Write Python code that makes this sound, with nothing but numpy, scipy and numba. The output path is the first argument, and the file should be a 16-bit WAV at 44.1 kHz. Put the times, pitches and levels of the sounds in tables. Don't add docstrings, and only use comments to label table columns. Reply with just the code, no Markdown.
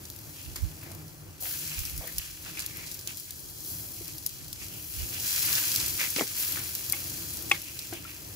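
import sys
import numpy as np
from scipy import signal
from scipy.fft import rfft, irfft, next_fast_len
from scipy.io import wavfile
from scipy.ndimage import uniform_filter1d
from numba import njit

SR = 44100
rng = np.random.default_rng(int(sys.argv[2]) if len(sys.argv) > 2 else 0)


def dump_mix(stems):
    frames = np.atleast_2d(stems).T
    limited = np.clip(frames, -1, 1)
    pcm = np.round(limited * 32767).astype(np.int16)
    wavfile.write(sys.argv[1], SR, pcm)


N = 368235

# [t/s, level/dB]
HUM_CURVE = [(0, -76), (.68, -55.5), (1.31, -54), (1.43, -63), (1.65, -50), (1.91, -63), (2.02, -54.5),
             (2.5, -68), (2.98, -61), (3.2, -64)]
# [t/s, rumble level/dB, breeze level before the port split/dB]
YARD_CURVE = [(0, -49.5, -62), (.74, -48.5, -62), (1.09, -50, -60), (2.67, -50, -58), (3.3, -50.5, -60),
              (3.88, -47.5, -58), (4.35, -51.5, -56.5), (5.2, -48, -61), (6.9, -46, -58),
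              (7.6, -49.5, -61.5), (8.35, -51, -64)]
# [f/Hz, density/dB per Hz]
RUMBLE_COLOUR = [(20, -43), (35, -23), (60, -7), (97, 1), (130, -4), (160, -5.5), (225, -14.5),
                 (270, -10.5), (312, -5.5), (350, -11), (420, -16.5), (550, -18.5), (860, -21.5),
                 (2100, -28), (3900, -50.5)]
# [peak t/s, rise/s, fall/s, level before the port split/dB]
WIND_GUSTS = [(.482, 0.015, .07, -45.5), (.638, 0.015, 0.029, -26.5), (1.796, .02, .035, -38.5),
              (1.97, 0.037, 0.036, -37), (2.192, 0.023, .01, -41.5), (5.022, 0.05, .025, -36),
              (5.5, .01, .05, -52)]
# [f/Hz, density/dB per Hz]
WIND_COLOUR = [(12, -26), (20, -36), (53, 6), (86, 0.5), (109, -6.5), (200, -26), (260, -54), (440, -120)]
# [t/s, thud peak level/dB, thud pitch f/Hz,
# bowl ring re thud/dB, low knock re thud/dB, thud decay t60/s, left minus right/dB, band width/share of pitch]
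TAPS_AND_RUSTLES = [(.559, -37.5, 1220, -2, -8, 0.058, 3, 0.52), (0.829, -44, 1600, -11, -12, .05, 2, 0.9),
                    (.86, -44.5, 700, -20, -14, 0.22, 2, 1.1),
                    (0.912, -39.5, 510, -12, -18, 0.072, -6, 1.2),
                    (1.42, -43, 630, -20, -20, 0.41, 4, 0.65), (2.009, -38.5, 604, -18, -21, 0.33, 1, .5),
                    (2.04, -39, 596, 3, -20, 0.13, 3, 0.53), (2.076, -39.5, 1830, -14, -9, 0.088, 11, 0.26),
                    (2.571, -32, 2430, -2, -32, .05, 3, 0.29), (3.073, -39, 2590, -5, -9, 0.031, -4, 1.2),
                    (4.008, -41.5, 430, -12, 1, 0.054, 2, 0.37), (6.163, -31, 247, -3, -13, 0.1, 0, 0.77),
                    (6.185, -25, 490, -18, -12, 0.025, 4, 0.91),
                    (6.194, -21, 2830, -1, -11, 0.037, -2, 0.31),
                    (6.21, -16, 525, -21, -12.5, 0.015, 4, 0.76),
                    (6.219, -24.5, 308, -8, -27, 0.11, 4, 1.9),
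                    (6.571, -31, 1520, -7, -11, 0.072, -2, 0.36),
                    (6.9332, -26.5, 2420, 0, -15, 0.015, 3, 0.38),
                    (7.514, -7.5, 2440, -2.5, -26, 0.019, 3, 0.2), (7.925, -37, 670, -20, -2, 0.1, 7, 0.27),
                    (7.926, -39, 1590, -20, 9, 0.04, -1, 0.2),
                    (8.05, -38.5, 1340, -20, -32, 0.033, 5, 0.11)]
# [f/Hz, level/dB, t60/s]
BOWL_MODES = [(814, -2.5, 0.06), (1125, -1, 0.038), (2000, -17, 0.057), (2167, 5, 0.079), (2260, -4, 0.095),
              (2670, -13, 0.091), (3160, -3.5, 0.087), (3420, 2.5, 0.043), (4780, -13, .025)]
# [t/s, crack level/dB, treble lift/dB, left minus right/dB]
FAT_POPS = [(0.054, -39.5, -5, 4), (0.1013, -34, 4, 1), (0.162, -44, 1, 9), (0.189, -42, 0, 6),
            (0.5592, -34, -3, 4), (0.563, -30, -3, -2), (0.8328, -46, 5, 11), (0.917, -42.5, -5, 10),
            (0.9495, -39.5, -2, 3), (1.0801, -48, -3, -1), (1.791, -29, 0, -2), (1.7935, -32, 1, 0),
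            (1.8035, -33, -2, -2), (1.853, -28, -5, 0), (1.8613, -36, -5, 7), (1.978, -34, 1, 9),
            (2.075, -35, 2, 5), (2.1833, -20.5, -1, -4), (2.1866, -29, 8, 4), (2.4488, -40, -6, 0),
            (2.594, -27, -1, -3), (2.6031, -29, 1, 1), (2.608, -35, -4, -6), (2.6214, -33.5, -6, -2),
            (2.663, -26, 0, -1), (2.7707, -38, 10, 5), (2.8645, -42, -12, -1), (2.877, -41, -13, -4),
            (2.9148, -33, 0, 0), (2.9208, -41, -3, 2), (2.9434, -34, 2, 1), (2.9918, -37, -1, 1),
            (3.0744, -27, -3, 0), (3.172, -37, 3, 11), (3.199, -37, 0, 9), (3.3077, -31.5, -3, 2),
            (3.3933, -44, 5, 2), (3.499, -42, 7, 4), (4.08, -34.5, 0, 3), (4.1825, -33.5, 1, 2),
            (4.2612, -35, 0, 1), (4.2643, -20.5, 9, 3.5), (4.2717, -30.5, 4, 3), (4.2927, -36, 1, 3),
            (4.482, -38, 3, 0), (4.5296, -30.5, -2, 3), (4.9386, -37, -9, 2), (5.1426, -36, -7, -11),
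            (5.4024, -32, 2, -5), (5.428, -28, -5, 5), (5.45, -30, 8, 5), (5.462, -27, 2, 1),
            (5.528, -25, -2, 2), (5.538, -27, 2, 2), (5.5532, -25, -5, -6), (5.573, -29, 3, 3),
            (5.7172, -27, -3, -5), (5.7608, -18, -2, -2), (5.801, -25.5, -11, -3), (5.862, -25, 2, -1),
            (5.881, -28, 5, 3), (5.9066, -30, 1, 1), (6.104, -31, 4, 9), (6.163, -24.5, -18, -2),
            (6.21, -33, -10, -1), (6.523, -26.5, 0, 1), (6.592, -37, 2, 2), (6.752, -24, -1.5, -2),
            (6.899, -24, 0, 1), (6.9238, -19, 5.5, 4), (7.3357, -35, 7, 3), (7.371, -34, 1, 3),
            (7.4232, -37, 7, 8), (7.4972, -34.5, -4, 7), (7.5172, -28, -19, -7), (7.618, -36.5, 6, 7),
            (7.791, -31, -6, -1), (7.9357, -39.5, 0, 13)]
# [f/Hz, density/dB per Hz]
CRACK_COLOUR = [(1500, -44), (2600, -13.5), (4000, -1.5), (5000, 2.5), (8800, -1.5), (11100, 2.5),
                (15000, 4), (17000, -26)]
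# [peak t/s, rise/s, fall/s, rasp level/dB, hiss level/dB,
# rasp centre f/Hz, share of rasp power in the narrow core/0-1]
STEAM_PUFFS = [(.082, 0.054, .1, -69, -57, 2500, 0.4), (.391, .04, 0.17, -54, -55, 2850, .55),
               (.573, .015, .04, -47.5, -49, 2050, 0), (.856, 0.031, 0.065, -53.5, -77, 1900, .4),
               (1.461, 0.026, 0.17, -44.5, -47, 2760, 0.1), (1.736, 0.11, 0.21, -44, -52, 2600, 0.4),
               (2.093, 0.099, 0.056, -48, -60, 2110, 0.05), (2.201, 0.036, .12, -46.5, -43, 2820, 0.34),
               (2.464, 0.016, 0.1, -46, -47.5, 2620, 0.1), (2.596, 0.026, 0.066, -43.5, -43, 2500, 0.07),
               (2.812, 0.11, 0.078, -47, -75, 2200, .65), (3.088, 0.011, 0.034, -43.5, -42, 2740, 0.5),
               (3.179, 0.023, 0.042, -64, -44.5, 2400, .5), (3.3, .05, 0.066, -58, -68, 2200, 0),
               (3.975, 0.024, 0.065, -57, -49, 2560, 1), (4.103, 0.04, 0.027, -52, -47, 2450, .5),
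               (4.282, 0.018, 0.11, -58, -52, 2840, 0.4), (4.623, .03, 0.046, -45.5, -43.5, 2420, 0.5),
               (4.75, 0.069, 0.073, -53, -59, 2900, 1), (5.007, 0.064, .06, -47, -42.5, 2760, 0.6),
               (5.16, .04, 0.053, -41.5, -49, 2770, 0.5), (5.59, 0.18, 0.013, -36.5, -46, 2700, 0),
               (5.997, 0.0073, 0.073, -32.5, -31.5, 2360, 0.25),
               (6.044, 0.03, 0.024, -34.5, -37, 2250, 0.47), (6.163, .003, .025, -31, -35, 2800, 0.16),
               (6.209, .03, 0.02, -34.5, -34, 1970, 0.8), (6.591, .04, 0.041, -40.5, -62, 2070, 0),
               (6.936, 0.0036, .05, -42, -53, 2500, 0.7), (7.55, 0.031, 0.027, -37.5, -50, 2410, 0.1),
               (7.687, 0.071, 0.081, -51, -59, 2620, 1), (7.82, .03, 0.072, -49, -51, 2610, 0.8),
               (7.93, .008, .02, -44, -48, 2400, .1), (7.96, .025, 0.046, -44.5, -56, 2770, 0.8),
               (8.07, 0.037, 0.14, -47.5, -61, 2500, 0.3)]
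# [f/Hz, density/dB per Hz]
RASP_SPECTRUM = [(290, -47), (500, -5.5), (764, -12.5), (833, -6), (1440, 0.5), (1640, 3.5), (3570, 1),
                 (5000, -3), (6500, -58), (11000, -120)]
# [t/s, hiss level/dB, treble lift/dB, rasp level/dB]
SIZZLE_CURVE = [(0, -48.5, -1.5, -60), (.43, -44.5, -3, -60.5), (.88, -46.5, -3.5, -56.5),
                (1.2, -50.5, -3, -65.5), (1.396, -49.5, -6, -59), (1.411, -38.5, 3.5, -58),
                (1.46, -36.5, 3, -55), (1.68, -34.5, -4, -57), (1.96, -40, -1, -65),
                (2.4, -44.5, -3, -54.5), (2.9, -39, -5, -54), (3.05, -43, -3, -59), (3.56, -42, -3.5, -63),
                (3.7, -37, 0.5, -58), (3.95, -42.5, 0, -60), (4.5, -42.5, -5.5, -58.5), (4.9, -41, 1, -57),
                (5.19, -34.5, -2.5, -52), (5.26, -27, -5, -42), (5.48, -26, -1.5, -39.5),
                (5.82, -27, -5, -40.5), (5.96, -32, -2, -47), (6.355, -33.5, -4.5, -46.5),
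                (6.385, -28, 0, -41.5), (6.63, -34.5, -2.5, -47.5), (7.35, -35, -3.5, -52.5),
                (7.6, -40, -4, -54), (7.92, -40.5, -4, -53.5), (8.0, -44.5, -3.5, -64),
                (8.35, -42, -3, -56)]
# [f/Hz, density/dB per Hz]
SIZZLE_COLOUR = [(1470, -50.5), (2500, -23), (3330, -1), (3600, -13.5), (3980, -2.5), (4730, -1), (6500, 0),
                 (9150, -3), (11100, 3), (13600, 2.5), (14900, 5), (15600, 8.5), (16000, -58)]
# [f/Hz, left minus right level/dB]
LEFT_RIGHT_BALANCE = [(60, 1.5), (200, 0.5), (400, 3.5), (900, 2), (1600, 7), (2600, -1.5), (4400, -3.5),
                      (6000, 0.5), (8500, 0), (11000, 11.5), (15000, -0.5)]
# [f/Hz, lead of the left/rad]
LEFT_RIGHT_PHASE = [(200, 0), (1640, -1.5), (3010, -2), (3900, -7.5), (8200, -5), (10000, -8)]
# [f/Hz, share/0-1]
LEFT_RIGHT_LIKENESS = [(60, 1), (150, 0.83), (500, 0.5), (1500, 0.79), (3000, 0.32), (4500, 0.58),
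                       (6500, 0.34), (9000, 0), (15000, 0.3)]

TOP_HZ, BRIGHT_HZ = 16800, 9200
SIZE = next_fast_len(N + 4096)
HZ = np.maximum(np.arange(SIZE // 2 + 1) * SR / SIZE, 1)
HUM_HZ = 151.9
KNOCK_HZ, KNOCK_T60 = 346, 0.11
GUST_SHAPE, PUFF_SHAPE = 1.35, 1.4
BED_HZ, BED_CORE = 2570, 0.18
STEAM_TOP_DB = -11.5
FIZZ_OVER_HISS_DB = -2


def undb(db):
    return 10 ** (np.asarray(db) / 20)


def over_hz(table):
    hz, value = np.transpose(table)
    return np.interp(np.log(HZ), np.log(np.maximum(hz, 1)), value)


def over_time(table):
    s, *columns = np.transpose(table)
    return [np.interp(np.arange(N) / SR, s, c) for c in columns]


def unit(x):
    return x / np.sqrt(np.mean(x ** 2))


def colour(x, table):
    magnitude = unit(undb(np.maximum(over_hz(table), -90)))
    cepstrum = irfft(np.log(magnitude), SIZE)
    cepstrum[1:SIZE // 2] *= 2
    cepstrum[SIZE // 2 + 1:] = 0
    response = np.exp(rfft(cepstrum))
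    return irfft(rfft(x, SIZE) * response, SIZE)[..., :N]


def brighten(x, db):
    top = irfft(rfft(x, SIZE) / (1 + (BRIGHT_HZ / HZ) ** 12), SIZE)[:, :N]
    return x + (undb(db) - 1) * top


@njit
def band(x, hz, width):
    y, b, l = np.empty(len(x)), 0., 0.
    for i in range(len(x)):
        g = np.tan(np.pi * hz[i] / SR)
        v = (b + g * (x[i] - l)) / (1 + g * (g + width))
        b, l, y[i] = 2 * v - b, l + 2 * g * v, width * v
    return y


def fade(x, t60):
    return signal.lfilter([1], [1, -np.exp(-np.log(1000) / (t60 * SR))], x)


def walk(rate):
    k = int(SR / rate)
    steps = np.repeat(rng.standard_normal(N // k + 1), k)
    return 1.3 * uniform_filter1d(uniform_filter1d(steps, k), k)[:N]


def swells(rows, shape):
    out = np.zeros((len(rows), N))
    for env, (s, rise, fall) in zip(out, np.array(rows)[:, :3]):
        a, b = max(int((s - .4) * SR), 0), min(int((s + .6) * SR), N)
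        t = np.arange(a, b) / SR - s
        span = np.where(t < 0, max(rise, .001), max(fall, .001))
        env[a:b] = np.exp(-(np.abs(t) / span) ** shape)
    return out


def bursts(per_s, spread_db, t60, bed):
    when = rng.random(N) < per_s / SR
    size = np.minimum(rng.exponential(size=N), 2.8)
    return unit(bed + unit(fade(when * undb(spread_db * size), t60)))


def ports(envelope):
    common, left, right = rfft(envelope * rng.standard_normal((3, N)), SIZE)
    like = np.clip(over_hz(LEFT_RIGHT_LIKENESS), 0, 1)
    turn = np.exp(.5j * over_hz(LEFT_RIGHT_PHASE))
    gain = undb(over_hz(LEFT_RIGHT_BALANCE) / 2)
    shared, apart = np.sqrt(like) * common, np.sqrt(1 - like)
    pair = [gain * (shared * turn + apart * left), (shared / turn + apart * right) / gain]
    return irfft(np.array(pair), SIZE)[:, :N]


def humming():
    hz = HUM_HZ * (1 + 0.016 * walk(1.84))
    tone = unit(band(band(rng.standard_normal(N), hz, 0.075), hz, 0.075))
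    return tone * undb(over_time(HUM_CURVE)[0])


def outdoors():
    rumble_db, breeze_db = over_time(YARD_CURVE)
    rumble = colour(ports(undb(2.1 * walk(9.1))), RUMBLE_COLOUR) * undb(rumble_db)
    gust_level = undb(np.array(WIND_GUSTS)[:, 3]) @ swells(WIND_GUSTS, GUST_SHAPE)
    wind = colour(rng.standard_normal((2, N)), WIND_COLOUR) * (gust_level + undb(breeze_db))
    return rumble + wind * undb(np.array([[-8.], [5.]]))


def tapping(contact=1.1, lag_s=.00008, bounce=0.18, bounce_s=0.00094):
    out, t = np.zeros((2, N)), np.arange(int(.2 * SR)) / SR
    hz, mode_db, t60 = np.transpose(BOWL_MODES)[:, :, None]
    luck = rng.standard_normal((len(TAPS_AND_RUSTLES), len(BOWL_MODES) + len(t)))
    knock = np.sin(2 * np.pi * KNOCK_HZ * t) * np.exp(-np.log(1000) * t / KNOCK_T60)
    for (s, db, thud_hz, ring_db, knock_db, decay, pan, width), draw in zip(TAPS_AND_RUSTLES, luck):
        mode_luck, noise = draw[:len(BOWL_MODES), None], draw[len(BOWL_MODES):]
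        modes = undb(mode_db + 2.1 * mode_luck) * np.sin(2 * np.pi * hz * t)
        ring = (modes * np.exp(-np.log(1000) * t / t60)).sum(0)
        chatter = 0.089 * noise[::-1] * np.exp(-t / 0.0014)
        ring = ring + signal.fftconvolve(ring, chatter)[:len(t)]
        push = contact * (t < .5 / thud_hz) * np.sqrt(thud_hz / 500) / 3
        push = push + noise * np.exp(-np.log(1000) * t / max(decay, .004))
        pitch = np.full(len(t), 1. * thud_hz)
        thud = band(band(push, pitch, width), pitch, width)
        blow = thud / np.abs(thud).max()
        blow = blow + undb(ring_db) * ring / np.abs(ring).max() + undb(knock_db) * knock
        blow = blow * np.minimum(t / max(.0003, 0.11 / thud_hz), 1)
        far = np.interp(t - lag_s, t, blow, left=0)
        far = far + bounce * np.interp(t - bounce_s, t, blow, left=0)
        level = undb(db + np.array([[pan], [-pan]]) / 2)
        i = int(s * SR)
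        out[:, i:i + len(t)] += (level * np.array([blow, far]))[:, :N - i]
    return out


def spitting(echo_s=0.00313, echo_db=-14, fizz_t60=0.037):
    t = np.arange(-20, int(.04 * SR)) / SR
    crack = np.exp(-np.abs(t) / np.where(t < 0, .0001, .00025))
    echo = undb(echo_db) * np.interp(t - echo_s, t, crack, left=0)
    fizz = (t > 0) * np.exp(-np.log(1000) * t / fizz_t60)
    starts = [int(row[0] * SR) - 24 for row in FAT_POPS]
    hiss_db = over_time(SIZZLE_CURVE)[0]
    envelope, bright_db, gain_db = np.zeros(N), np.zeros(N), np.zeros((2, N))
    for i, (_, db, bright, _) in zip(starts, FAT_POPS):
        fizz_db = min(hiss_db[i] + FIZZ_OVER_HISS_DB - db, 0)
        envelope[i:i + len(t)] = (crack + echo + undb(fizz_db) * fizz)[:N - i]
        bright_db[i:] = bright
    noise = brighten(colour(ports(envelope), CRACK_COLOUR), bright_db)
    for i, (_, db, _, pan) in zip(starts, FAT_POPS):
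        onset = noise[:, i:i + 70]
        own_db = 10 * np.log10(np.mean(onset.mean(0) ** 2) + .2 * np.mean(onset ** 2))
        gain_db[:, i:] = (db - own_db + np.array([pan, -pan]) / 2)[:, None]
    return noise * undb(gain_db)


def rasping(puffing):
    _, _, _, db, _, centre, core_share = np.transpose(STEAM_PUFFS)
    power, bed = undb(db) ** 2, undb(over_time(SIZZLE_CURVE)[2]) ** 2
    total = bed + power @ puffing
    hz = (bed * BED_HZ + (power * centre) @ puffing) / total
    share = np.clip((bed * BED_CORE + (power * core_share) @ puffing) / total, 0, 1)
    grain = bursts(per_s=300.0, spread_db=2.5, t60=0.017, bed=1.77)
    rough = colour(ports(grain), RASP_SPECTRUM)
    core = unit(np.array([band(band(side, hz, 0.47), hz, 0.47) for side in rough]))
    return (np.sqrt(share) * core + np.sqrt(1 - share) * unit(rough)) * np.sqrt(total)


def frying(puffing):
    fry_db, bright_db, _ = over_time(SIZZLE_CURVE)
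    puffs = bursts(per_s=340.0, spread_db=0.5, t60=0.014, bed=4.2)
    snaps = bursts(per_s=260., spread_db=7.5, t60=0.00071, bed=0.)
    hiss = colour(ports(unit(puffs + 0.25 * snaps)), SIZZLE_COLOUR)
    steam_power = undb(np.array(STEAM_PUFFS)[:, 4]) ** 2 @ puffing
    steam = np.sqrt(steam_power) * brighten(hiss, STEAM_TOP_DB)
    return steam + undb(fry_db) * brighten(hiss, bright_db)


def scene():
    puffing = swells(STEAM_PUFFS, PUFF_SHAPE) ** 2
    return frying(puffing) + rasping(puffing) + spitting() + tapping() + outdoors() + humming()


def record(dry):
    return signal.sosfilt(signal.ellip(8, .2, 70, TOP_HZ, fs=SR, output="sos"), dry)


dry = scene()
out = record(dry)
dump_mix(out)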